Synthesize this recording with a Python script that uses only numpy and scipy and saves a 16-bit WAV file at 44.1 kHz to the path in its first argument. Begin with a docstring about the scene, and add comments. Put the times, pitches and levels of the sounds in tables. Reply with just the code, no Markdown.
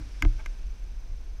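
"""A camera mount knocks in its joint on a hand-held pole, carried along a snowy street at night. Each contact
clicks the plastic case and rings the pole, which thumps and wobbles; after a short rub of tiny slips it clicks
once more. The pole's low ring dies away at the start; a brief dull swell of low noise rises around the first
knocks. Underneath: wind rumble, a faint, slowly sinking hiss and a thin pulsing whine from the electronics."""
import sys
import numpy as np
from scipy import signal
from scipy.fft import rfft, irfft
from scipy.io import wavfile
from scipy.ndimage import uniform_filter1d

SR = 44100
rng = np.random.default_rng(int(sys.argv[2]) if len(sys.argv) > 2 else 0)


def dump(signal):
    """Clip the signal to [-1, 1] and save it as 16-bit WAV at the path in sys.argv[1]."""
    limited = np.clip(np.atleast_2d(signal).T, -1, 1)
    pcm = np.round(limited * 32767).astype(np.int16)
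    wavfile.write(sys.argv[1], SR, pcm)


N = 61739
TIME = np.arange(N) / SR


def from_db(db):
    """Decibels to gain."""
    return 10 ** (np.asarray(db) / 20)


def unit_rms(x):
    """Scale to rms 1."""
    return x / np.sqrt(np.mean(x ** 2) + 1e-20)


def level(points):
    """Gain curve through (t/s, level/dB) points."""
    return from_db(np.interp(TIME, *np.transpose(points)))


def swells(rows):
    """Gaussian gain swells from (t/s, half width/s, level/dB) rows."""
    return sum(from_db(db) * np.exp(-((TIME - t_s) / half_s) ** 2) for t_s, half_s, db in rows)


def coloured(x, spectrum):
    """Filter by (f/Hz, level/dB) points; rms 1."""
    hz, db = np.transpose(spectrum)
    bins_hz = np.maximum(np.fft.rfftfreq(N, 1 / SR), 1e-3)
    gain = from_db(np.interp(np.log(bins_hz), np.log(hz), db))
    bass_rolloff = np.minimum(bins_hz / hz[0], 1) ** 2
    return unit_rms(irfft(rfft(x) * gain * bass_rolloff, N))


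def noise(spectrum):
    """Steady coloured noise; rms 1."""
    return coloured(rng.standard_normal(N), spectrum)


def evened(x, share):
    """Flatten a share of a narrow noise's chance swells; rms 1."""
    envelope = uniform_filter1d(np.abs(signal.hilbert(x)), size=1500)
    return unit_rms(x / envelope ** share)


def struck(start_s, rise_s, t60_s):
    """Impact envelope: fast rise, exponential decay."""
    age_s = np.maximum(TIME - start_s, 0)
    return (1 - np.exp(-age_s / rise_s)) * from_db(-60 * np.minimum(age_s / t60_s, 4))


def ring(start_s, modes, rise_s):
    """Decaying sines of a struck body, alternating in sign."""
    out = np.zeros(N)
    for k, (hz, db, t60_s) in enumerate(modes):
        envelope = from_db(db) * struck(start_s, rise_s, t60_s)
        out += (-1) ** k * envelope * np.sin(2 * np.pi * hz * (TIME - start_s))
    return out


# Rumble envelope: t/s, level/dB
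RUMBLE_ENVELOPE = [(0, -34.5), (.1, -36), (.2, -34.5), (.42, -34), (.55, -37), (.67, -27.5), (.77, -40),
                   (.86, -31.5), (1.06, -36), (1.12, -25.5), (1.2, -35), (1.27, -35.5), (1.39, -31.5)]
# Rumble and air rush spectra: f/Hz, relative density/dB
RUMBLE_SPECTRUM = [(15, -11), (25, -3.5), (35, -5), (48, -6), (65, -27), (90, -28), (130, -42),
                   (200, -41.5), (400, -58)]
AIR_SPECTRUM = [(80, 5.5), (160, -3.5), (300, 0.5), (500, -6), (1000, -8), (3000, -34.5)]


def wind():
    """Wind on the case: a lumpy rumble and a soft rush of air."""
    rumble = evened(noise(RUMBLE_SPECTRUM), share=0.4)
    dull_rumble = coloured(rumble, [(15, 3.5), (200, -0.5), (500, -42)])
    rush = from_db(-60.5) * noise(AIR_SPECTRUM)
    return level(RUMBLE_ENVELOPE) * dull_rumble + rush


# Hiss envelope: t/s, level/dB
HISS_ENVELOPE = [(0, -56.5), (.2, -56), (.45, -57.5), (.7, -60.5), (1.0, -61.5), (1.39, -62)]
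# Hiss spectrum: f/Hz, relative density/dB
HISS_SPECTRUM = [(100, 9), (300, 6.5), (600, 3), (1000, -4.5), (1550, 4.5), (1950, 0), (2350, 4.5),
                 (3000, -0.5), (4500, -1.5), (5700, 2), (6600, -8), (7500, -10), (9800, -13),
                 (11500, -19.5), (14800, -46), (15300, -47)]


def hiss():
    """Faint broadband hiss, slowly sinking."""
    return level(HISS_ENVELOPE) * noise(HISS_SPECTRUM)


# Whine partials: f/Hz, level/dB
WHINE_PARTIALS = [(6150, -67), (12300, -78.5)]


def whine(pictures_per_s=24, duty=0.52, jitter_hz=80.2, roughness=0.43):
    """The camera's electronics give a rough tone and its octave for part of every picture."""
    on = np.cos(2 * np.pi * pictures_per_s * TIME) > np.cos(np.pi * duty)
    gate = uniform_filter1d(on.astype(float), size=130)
    waver, flutter = (unit_rms(uniform_filter1d(rng.standard_normal(N), size=120)) for _ in range(2))
    drift_cycles = np.cumsum(jitter_hz * waver) / SR
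    tones = sum(from_db(db) * np.sin(2 * np.pi * (hz * TIME + drift_cycles)) for hz, db in WHINE_PARTIALS)
    return gate * (1 + roughness * flutter) * tones


# Pole hum swells: centre t/s, half width/s, level/dB
POLE_HUM_SWELLS = [(0.012, 0.022, -41.5), (0.08, 0.021, -46), (0.238, .016, -30)]
# Pole hum spectrum: f/Hz, relative density/dB
POLE_HUM_SPECTRUM = [(60, -17), (85, 10.5), (110, -3), (150, -15), (210, -21.5), (310, -6.5), (380, -33.5),
                     (700, -28.5), (1500, -34), (8000, -82)]


def pole_hum():
    """The pole's low ring dies away at the start; a brief dull swell of low noise rises around the first
    knocks."""
    return evened(noise(POLE_HUM_SPECTRUM), share=0.81) * swells(POLE_HUM_SWELLS)


# Mount contacts: t/s, case gain/dB, crack gain/dB, snap gain/dB, pole gain/dB, low-pass f/Hz,
# case t60 factor
CONTACTS = [(0.2226, -19.5, -27.5, -25, -38, 12100, 1.0), (0.2497, -29.5, -28, -35, -25.5, 1800, 0.75),
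            (0.4602, -31, -35.5, -35, -51, 8900, 0.76), (1.033, -53, -55, -66, -72, 1500, 0.75)]
# Case and pole modes: f/Hz, relative level/dB, base t60/s
CASE_RESONANCES = [(740, -43, 0.0083), (1026, -8, 0.014), (1248, -5.5, 0.022), (1524, -7.5, 0.043),
                   (1650, -6.5, 0.034), (2080, 1, 0.029), (2248, 6.5, 0.01), (2554, -2.5, 0.011),
                   (2980, -6, 0.011), (3450, -20, 0.02), (4710, -17, 0.025), (6150, -23, .028),
                   (6750, -17, 0.03), (7390, -29, 0.019), (9760, -21, 0.0096), (13100, -16, 0.012)]
POLE_RESONANCES = [(81.3, 8, 0.072), (105.9, -1.5, 0.35), (135.4, -3, 0.073), (290, -2, 0.023),
                   (314, 4.5, 0.099), (318.4, -15.5, 0.34), (603, -12.5, .04), (712, -9.5, 0.052)]
# Spectra of a contact's crack and first-instant snap: f/Hz, relative density/dB
CRACK_SPECTRUM = [(200, 3.5), (600, -8.5), (1200, 5), (1850, -25), (2600, 1.5), (4200, -13.5), (6000, -8),
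                  (8000, -19.5), (11000, -20), (15000, -35)]
SNAP_SPECTRUM = [(2500, 4.5), (4200, -4), (6000, 4), (8000, -18.5), (10500, -4), (13500, -12), (15500, -6)]


def knocks():
    """Each contact in the mount snaps, cracks and rings the plastic case and the pole."""
    out = np.zeros(N)
    for t_s, case_db, crack_db, snap_db, pole_db, lowpass_hz, t60_factor in CONTACTS:
        case_modes = [(hz, db, t60_s * t60_factor) for hz, db, t60_s in CASE_RESONANCES]
        case = from_db(case_db) * ring(t_s, case_modes, rise_s=0.00033)
        crack = from_db(crack_db) * noise(CRACK_SPECTRUM) * struck(t_s, rise_s=0.00023, t60_s=0.018)
        snap = from_db(snap_db) * noise(SNAP_SPECTRUM) * struck(t_s, rise_s=0.0001, t60_s=0.0048)
        lowpass = signal.butter(1, lowpass_hz, fs=SR, output="sos")
        out += signal.sosfilt(lowpass, case + crack + snap)
        out += from_db(pole_db) * ring(t_s, POLE_RESONANCES, rise_s=0.0016)
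    return out


# Jolts to the pole: t/s, level/dB, t60/s
POLE_JOLTS = [(0.229, -13, 0.28), (0.2563, -4.5, 0.16), (0.353, -19.5, 0.22), (0.462, -19.5, 0.32)]


def sway(bending_hz=33.05):
    """The whole pole swings after each jolt: a deep thump."""
    return sum(ring(t_s, [(bending_hz, db, t60_s)], rise_s=0.0071) for t_s, db, t60_s in POLE_JOLTS)


# Joint rub: centre t/s, half width/s, level/dB
RUB_SWELLS = [(0.402, 0.014, -52)]
# Slip spectrum: f/Hz, relative density/dB
RUB_SPECTRUM = [(300, -11), (650, -3), (1100, 0), (1550, 7), (1850, -9), (2150, 3.5), (2800, -5),
                (12000, -46)]
# Modes rung by the slips: f/Hz, relative level/dB, filter t60/s
RUB_RESONANCES = [(634, -4.5, 0.048), (884, 1, 0.18), (1110, -15, 0.065), (1570, -2, .04),
                  (2210, -5, 0.036)]


def rub(slips_per_s=3200):
    """Dense tiny slips in the joint scrape and ring a few modes."""
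    slips = (rng.random(N) < slips_per_s / SR) * rng.choice([-1, 1], N)
    tones = np.zeros(N)
    for hz, db, t60_s in RUB_RESONANCES:
        q = hz * t60_s * np.pi / np.log(1000)
        mode = signal.lfilter(*signal.iirpeak(hz, q, SR), slips)
        tones += from_db(db) * evened(mode, share=0.82)
    scrape = coloured(slips, RUB_SPECTRUM)
    return (scrape + unit_rms(tones)) * swells(RUB_SWELLS)


def scene():
    """Mono sum of all sources."""
    return (wind() + hiss() + knocks() + sway() + rub() + pole_hum() + whine())[None]


def record(dry, low_cut_hz=15.7, high_cut_hz=15600):
    """The deepest bass is gently removed; the top is cut steeply."""
    highpass = signal.butter(1, low_cut_hz, "high", fs=SR, output="sos")
    lowpass = signal.ellip(10, 0.1, 80, high_cut_hz, fs=SR, output="sos")
    return signal.sosfilt(lowpass, signal.sosfilt(highpass, dry))


dry = scene()
out = record(dry)
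dump(out)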